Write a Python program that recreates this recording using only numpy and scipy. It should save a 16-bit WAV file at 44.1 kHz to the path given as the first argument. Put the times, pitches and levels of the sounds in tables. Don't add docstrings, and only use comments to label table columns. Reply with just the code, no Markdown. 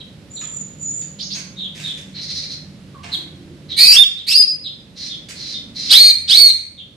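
import sys
import numpy as np
from scipy import signal
from scipy.fft import rfft, irfft
from scipy.io import wavfile
from scipy.ndimage import uniform_filter1d

SR = 44100
rng = np.random.default_rng(int(sys.argv[2]) if len(sys.argv) > 2 else 0)


def file_out(sig):
    cols = np.atleast_2d(sig).T
    lim = np.clip(cols, -1, 1)
    pcm = np.round(lim * 32767).astype(np.int16)
    wavfile.write(sys.argv[1], SR, pcm)


N = 306936
TIME = np.arange(N) / SR
CUTOFF_HZ = 15400

# hz, level_db
RASP_SPECTRUM = [(710, -68), (1200, -34), (1650, -29), (1870, -21.5), (3090, -20), (4160, 2), (4470, -2.5),
                 (5220, -5), (6960, -19), (7400, -33), (8550, -24.5), (14000, -48)]
# hz, level_db
TRACT_RESPONSE = [(1200, -42), (1800, -44), (2130, -21), (2420, -17), (3000, -1.5), (3600, 8), (4400, 3.5),
                  (5100, -3), (5900, -11.5), (6700, -27.5), (7400, -26), (9000, -17.5), (10200, -32),
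                  (13000, -34.5), (15000, -49.5)]


def from_db(db):
    return 10 ** (np.asarray(db) / 20)


def rms_one(x):
    return x / np.sqrt(np.mean(x ** 2) + 1e-20)


def at_hz(points, hz):
    table_hz, value = np.transpose(points)
    return np.interp(np.log(np.maximum(hz, 1)), np.log(table_hz), value)


def ramp(t, length_s):
    return np.clip(t / length_s, 0, 1)


def coloured(x, spectrum):
    hz = np.arange(N // 2 + 1) * SR / N + 1
    low_end = 1 + (.8 * spectrum[0][0] / hz) ** 8
    high_end = 1 + (.8 * hz / spectrum[-1][0]) ** 8
    gain = from_db(at_hz(spectrum, hz)) / np.sqrt(low_end * high_end)
    return rms_one(irfft(rfft(x) * gain, N))


def wobble(rate_hz, size):
    sos = signal.butter(3, min(rate_hz, SR / 4), fs=SR, output="sos")
    return rms_one(signal.sosfilt(sos, rng.standard_normal(size + SR // 4))[SR // 4:])


def stereo_noise(alike):
    mid, side = rng.standard_normal((2, N))
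    alike = np.clip(alike, 0, 1)
    return np.sqrt(1 + alike) * mid + np.sqrt(1 - alike) * side * np.array([[1], [-1]])


def add(out, start_s, sound):
    i = max(int(start_s * SR), 0)
    out[i:i + len(sound)] += sound[:N - i]


def drone(hz, width_hz):
    phase = 2 * np.pi * hz * TIME
    return wobble(width_hz, N) * np.sin(phase) + wobble(width_hz, N) * np.cos(phase)


def background(hum_db=-42.5, air_db=-53):
    # hz, level_db
    hum_spectrum = [(15, -41), (25, -20.5), (81, -4.5), (107, -2.5), (140, -0.5), (181, 0), (248, -5),
                    (297, -6.5), (407, -14.5), (452, -14.5), (574, -13.5), (647, -21), (900, -27),
                    (1170, -46.5), (1980, -120)]
    # hz, level_db
    air_spectrum = [(600, -27), (1000, -8.5), (2000, -8), (4000, -7.5), (7000, -17.5), (10500, -21.5),
                    (12500, -27), (16000, -59)]
    # hz, width_hz, level_db, peak_s, half_width_s (down to 1/e)
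    drone_table = [(88.6, 3, -51, 3.2, 1), (87, 3, -44, 6.4, 0.49), (152.2, 5, -46, 1.9, 2.1),
                   (191, 4, -44, 2.07, 1.6), (318, 40, -46, 3.42, 0.33), (219, 64, -45, 5.9, .35)]
    hum = from_db(hum_db) * coloured(stereo_noise(alike=0.91), hum_spectrum)
    for hz, width_hz, db, peak_s, half_s in drone_table:
        swell = np.exp(-((TIME - peak_s) / half_s) ** 2)
        hum = hum + from_db(db) * swell * drone(hz, width_hz)
    air = from_db(air_db) * coloured(stereo_noise(alike=0.27), air_spectrum)
    return hum * from_db([[-1.1], [1.1]]) + air * from_db([[-2.2], [2.2]])


def hops(wire_db=-6, wire_spread_db=2.2, flutter_db=4.0):
    # start_s, level_db, decay_s (to -60 dB), attack_s, tilt_db_per_octave
    hop_table = [(.412, -34.5, 0.11, 0.0047, 0.5), (1.016, -33.5, 0.037, 0.0011, 3.5),
                 (1.347, -23, 0.093, 0.0076, 1), (1.383, -29, 0.058, .005, 5),
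                 (1.74, -34, 0.48, 0.034, 2.5), (1.809, -38, 0.68, 0.026, 5), (1.972, -40, 0.25, 0.0041, 4),
                 (3.031, -34.5, 0.4, .002, -1.5), (3.12, -37.5, 0.18, 0.013, 16),
                 (3.191, -40.5, 0.11, 0.0039, -4.5), (5.286, -26.5, 0.16, 0.00087, 4)]
    # hz, level_db
    scuff_spectrum = [(200, -20), (700, -2.5), (1300, -3.5), (2300, 6), (4000, 0.5), (6400, -3.5),
                      (9000, -11), (14000, -30)]
    # hz, level_db, t60_s
    wire_table = [(1960, -25, .12), (2520, -5, 0.12), (3300, 0.5, 0.22), (4660, 12, 0.29), (4920, -7, 0.1),
                  (6100, 14, 0.19), (7200, -13, 0.13), (10500, -21, 0.046)]
    out, t = np.zeros(N), TIME[:SR // 2]
    for start_s, db, decay_s, attack_s, tilt in hop_table:
        tilted = [(hz, level + tilt * np.log2(hz)) for hz, level in scuff_spectrum]
        scuff = coloured(rng.standard_normal(N), tilted)[:len(t)]
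        scuff = scuff * from_db(-60 * t / decay_s + flutter_db * wobble(79, len(t)))
        ring = 0
        for hz, level, t60_s in wire_table:
            wire_level_db = level - 60 * t / t60_s + rng.normal(0, wire_spread_db)
            ring = ring + from_db(wire_level_db) * np.sin(2 * np.pi * hz * t)
        sound = scuff + from_db(wire_db) * ring / abs(ring).max()
        add(out, start_s, from_db(db) * ramp(t, attack_s) * sound)
    return out


def syrinx(hz, rough, jitter, jitter_hz):
    shaken_hz = hz * (1 + jitter * rough * wobble(jitter_hz, len(hz)))
    return 2 * np.pi * np.cumsum(shaken_hz) / SR


def pure_voice(hz, rough, overtone_db=-32):
    phase = syrinx(hz, rough, jitter=0.24, jitter_hz=503)
    octave = from_db(overtone_db) * np.sin(2 * phase) * np.minimum(1, (3500 / hz) ** 2)
    return np.sqrt(2) * (np.sin(phase) + octave)


def harsh_voice(hz, rough, pull=0, slope_db=4.5, shimmer=0.53, smear=0.7):
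    phase = syrinx(hz, rough, jitter=0.073, jitter_hz=545) + pull
    k = np.arange(1, 8)[:, None]
    harmonic_db = at_hz(TRACT_RESPONSE, k * hz) + slope_db * np.log2(k)
    gains = from_db(harmonic_db) * (k * hz < CUTOFF_HZ)
    weakness = np.log(gains.max(0) / (gains + 1e-4) + 1e-4)
    shake = smear * np.sqrt(np.maximum(rough, 0)) * weakness * wobble(246, len(hz))
    stack = (gains * np.sin(k * phase + shake)).sum(0)
    tone = stack / np.sqrt((gains ** 2).sum(0) / 2)
    return tone * (1 + shimmer * rough * wobble(1400, len(hz)))


def chirps(rough=0.18, bend=2.2):
    # start_s, length_s, start_hz, end_hz, level_db
    chirp_table = [(0, 0.013, 4110, 2320, -30.5), (0.357, 0.028, 4150, 3350, -30.5),
                   (0.409, .035, 1332, 1090, -44), (0.421, 0.05, 3545, 3120, -40),
                   (1.243, .04, 5060, 5150, -33), (1.551, 0.14, 3758, 2970, -26.5),
                   (1.816, .12, 3690, 3267, -24), (2.941, 0.028, 1182, 990, -37.5),
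                   (3.111, 0.046, 4180, 2735, -19), (3.692, 0.056, 3956, 2960, -24),
                   (4.16, 0.066, 3890, 2870, -24.5), (4.632, 0.053, 4075, 2840, -21),
                   (5.082, 0.077, 3620, 3320, -27), (5.52, 0.08, 3733, 3426, -28),
                   (6.768, 0.051, 3704, 2860, -26)]
    out = np.zeros(N)
    for start_s, length_s, start_hz, end_hz, db in chirp_table:
        u = np.linspace(0, 1, int(length_s * SR))
        voice = pure_voice(start_hz + (end_hz - start_hz) * u ** bend, rough)
        add(out, start_s, voice * from_db(db) * signal.windows.tukey(len(u), .7))
    return out


def rasps(buzz_hz=2090, rough=.6, rattle_db=2.5, swell_db=4):
    # start_s, length_s, level_db, buzz_power_share (0-1)
    rasp_table = [(2.134, 0.072, -30, 1), (2.203, 0.053, -28, 0), (2.275, 0.05, -25, 0.36),
                  (2.333, 0.068, -26.5, 0), (2.416, 0.042, -27.5, 0.47), (2.491, 0.05, -29, 0.18),
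                  (3.104, 0.052, -38.5, 1), (3.684, 0.052, -31.5, 1), (4.949, 0.15, -28, 0.23),
                  (5.34, 0.23, -30.5, 0.31), (5.736, 0.18, -25, 0.22)]
    out = np.zeros(N)
    rattle = from_db(rattle_db * wobble(170, N))
    noise = coloured(rng.standard_normal(N) * rattle, RASP_SPECTRUM)
    for start_s, length_s, db, share in rasp_table:
        n, share = int(length_s * SR), np.clip(share, 0, 1)
        buzz = harsh_voice(np.full(n, buzz_hz), rough, slope_db=-11.0)
        mixed = np.sqrt(share) * buzz + np.sqrt(1 - share) * noise[int(start_s * SR):][:n]
        effort = from_db(db + swell_db * np.linspace(-.5, .5, n)) * signal.windows.tukey(n, .4)
        add(out, start_s, mixed * effort)
    return out


def whistles(rough=0.019, wander_hz=55, tremble_db=2.0):
    # start_s, length_s, centre_hz, wavers_per_s, level_db, swell_db (start to end)
    whistle_table = [(0.298, .318, 7044, 5.4, -30.5, 2.5), (0.779, 0.25, 7000, 6.6, -27.5, -1.5)]
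    waver_hz, first_crest_s = 103.8, .024
    attack_s, release_s, end_drop_hz = 0.03, 0.014, 380
    out = np.zeros(N)
    for start_s, length_s, centre_hz, rate_hz, db, swell_db in whistle_table:
        t = TIME[:int(length_s * SR)]
        held = ramp(length_s - t, release_s)
        waver = waver_hz * np.cos(2 * np.pi * rate_hz * (t - first_crest_s))
        wander = wander_hz * wobble(39.7, len(t))
        voice = pure_voice(centre_hz + waver + wander - end_drop_hz * (1 - held) ** 2, rough)
        level = from_db(db + swell_db * (t / length_s - .5) + tremble_db * wobble(49, len(t)))
        add(out, start_s, voice * level * ramp(t, attack_s) * np.sqrt(held))
    return out


def slurs(attack_s=0.02, release_s=0.02, scratch_db=-3, climb_s=.056, rough=0.47, top_db=-4):
    # start_s, length_s, start_hz, top_hz, level_db
    slur_table = [(1.184, 0.075, 3604, 6530, -26), (1.296, 0.082, 3850, 6530, -24.5)]
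    out, noise = np.zeros(N), coloured(rng.standard_normal(N), RASP_SPECTRUM)
    for start_s, length_s, start_hz, top_hz, db in slur_table:
        t = TIME[:int(length_s * SR)]
        climb = ramp(t, climb_s) ** 2
        scratch = from_db(scratch_db) * (1 - climb) * noise[int(start_s * SR):][:len(t)]
        tone = pure_voice(start_hz + (top_hz - start_hz) * climb, rough * (1 - climb ** 2))
        fades = ramp(t, attack_s) * ramp(length_s - t, release_s)
        add(out, start_s, (tone + scratch) * from_db(db + top_db * climb) * fades)
    return out


def sweep(length_s, start_hz, crest_hz, rise_s, sag, drop, db, attack_s, rough, second_db,
          ease=2.05, wander=0.0054):
    attack_depth_db, swell_db_per_s = 20, 39
    strain_rough, strain_second_db = 0.324, 13
    closing_s, closing_db, closing_rough = 0.0157, -7.5, 0.32
    t = np.arange(int(length_s * SR)) / SR
    strain = 1 - ramp(t, rise_s)
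    closing = ramp(t - length_s + closing_s, closing_s)
    hz = crest_hz + (start_hz - crest_hz) * strain ** ease - sag * np.maximum(t - rise_s, 0)
    hz = hz * (1 - drop * closing) * (1 + wander * wobble(45.8, len(t)))
    onset_db = -attack_depth_db * (1 - ramp(t, attack_s)) - swell_db_per_s * rise_s * strain
    level_db = db + onset_db + closing_db * closing
    roughness = rough + strain_rough * strain + closing_rough * closing
    return hz, level_db, roughness, second_db + strain_second_db * strain


def squawks(second_ratio=1.112, hiss_db=-18, coupling=0.39, second_fundamental_db=-3.5,
            difference_tone_db=-4):
    # start_s, length_s, start_hz, crest_hz, rise_s, sag_hz_per_s, closing_drop (share of pitch),
    # level_db, attack_s, crest_roughness (0-1), crest_second_voice_db
    sweep_table = [(3.763, 0.17, 1972, 2363, .18, -5, 0, -1.5, 0.029, .05, -16.5),
                   (3.913, 0.054, 2250, 2820, .056, 5, 0.0046, -4.5, 0.0085, .16, -20),
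                   (3.94, .103, 2430, 3595, 0.054, 396, .11, -1, 0.031, 0.03, -52),
                   (4.265, 0.076, 1850, 2760, .085, 4, 0, -6, 0.021, .14, -18),
                   (4.306, .125, 2900, 4955, .075, 104.5, .04, 1, .055, .04, -44.5),
                   (5.889, .228, 754, 2169, 0.13, 404, .11, 0, 0.027, .09, -16.5),
                   (6.272, 0.24, 848, 2232, .134, 1305, .11, 0.5, 0.028, 0.05, -22.5)]
    out, hiss = np.zeros(N), coloured(rng.standard_normal(N), TRACT_RESPONSE)
    for start_s, *shape in sweep_table:
        hz, db, rough, second_db = sweep(*shape)
        beat = syrinx(2 * (second_ratio - 1) * hz, rough, jitter=0.655, jitter_hz=106.7)
        pull = coupling * from_db(second_db / 2) * np.sin(beat)
        first = harsh_voice(hz, rough, pull=pull)
        second_hz = second_ratio * hz
        low = np.sin(syrinx(second_hz, rough, jitter=0.11, jitter_hz=396))
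        low = low * np.minimum(hz / 2150, 1) ** 4
        below = np.sin(syrinx((2 - second_ratio) * hz, rough, jitter=0.029, jitter_hz=400))
        below = below * rough * np.minimum(hz / 2050, 1) ** 8
        second = harsh_voice(second_hz, rough, slope_db=13.5)
        second = second + from_db(second_fundamental_db) * low + from_db(difference_tone_db) * below
        turbulence = from_db(hiss_db) * rough * np.roll(hiss, rng.integers(N))[:len(hz)]
        voices = first + from_db(second_db) * second + turbulence
        add(out, start_s, voices * from_db(db) * signal.windows.tukey(len(hz), .06))
    return out


def narrow_dip(x, dip_hz=5880, dip_q=9.3, dip_share=0.71):
    notched = signal.lfilter(*signal.iirnotch(dip_hz, dip_q, fs=SR), x)
    return x + np.clip(dip_share, 0, 1) * (notched - x)


def room(x, early_db, tail_db, early_s=0.05, apart=1.0):
    # hz, t60_s
    t60_table = [(300, 1), (2000, 0.65), (4500, 0.23), (8000, 0.6), (15000, 0.22)]
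    t = TIME[:SR]
    edges_hz = np.geomspace(150, 18000, 8)
    tail = 0
    for low, high in zip(edges_hz, edges_hz[1:]):
        sos = signal.butter(2, [low, high], "band", fs=SR, output="sos")
        band = signal.sosfilt(sos, rng.standard_normal((2, SR)))
        tail = tail + band * from_db(-60 * t / at_hz(t60_table, np.sqrt(low * high)))
    strengths = rng.standard_normal(SR) + apart * rng.standard_normal((2, SR))
    arrivals = rng.random(SR) < 900 / SR
    early = strengths * arrivals * from_db(-60 * t / early_s)
    response = from_db(tail_db) * rms_one(tail * (t > .008)) + from_db(early_db) * rms_one(early * (t > .002))
    response = response / np.sqrt(SR)
    total = np.sqrt(1 + from_db(2 * early_db) + from_db(2 * tail_db))
    return (x + signal.fftconvolve(x[None], response, axes=1)[:, :N]) / total


def scene():
    cage = room(hops(), early_db=-3.0, tail_db=3.5) * from_db([[-1.5], [1.5]])
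    soft = room(chirps() + rasps(), early_db=4, tail_db=7) * from_db([[-.8], [.8]])
    thin = room(whistles() + slurs(), early_db=4.5, tail_db=6.5) * from_db([[-2.3], [2.3]])
    loud = room(narrow_dip(squawks()), early_db=0, tail_db=-2.5, apart=2.66) * from_db([[-1.2], [1.2]])
    return background() + cage + soft + thin + loud


def gain_control(x, threshold_db=-4.5, attack_s=0.034, recovery_db_per_s=5):
    power = uniform_filter1d((x ** 2).mean(0), SR // 50)
    level_db = 10 * np.log10(np.maximum(power, 1e-12))
    over_db = np.maximum(level_db - threshold_db, 0)
    recovery_db = recovery_db_per_s * TIME
    held_db = np.maximum.accumulate(over_db + recovery_db) - recovery_db
    r = np.exp(-1 / (attack_s * SR))
    return x * from_db(-signal.lfilter([1 - r], [1, -r], held_db))


def record(dry):
    fine = signal.resample_poly(gain_control(dry), 4, 1, axis=1)
    clipped = signal.resample_poly(np.clip(fine, -1, 1), 1, 4, axis=1)
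    top_cut = signal.firwin(201, CUTOFF_HZ, fs=SR)
    return signal.fftconvolve(clipped, top_cut[None], "same", axes=1)


dry = scene()
out = record(dry)
file_out(out)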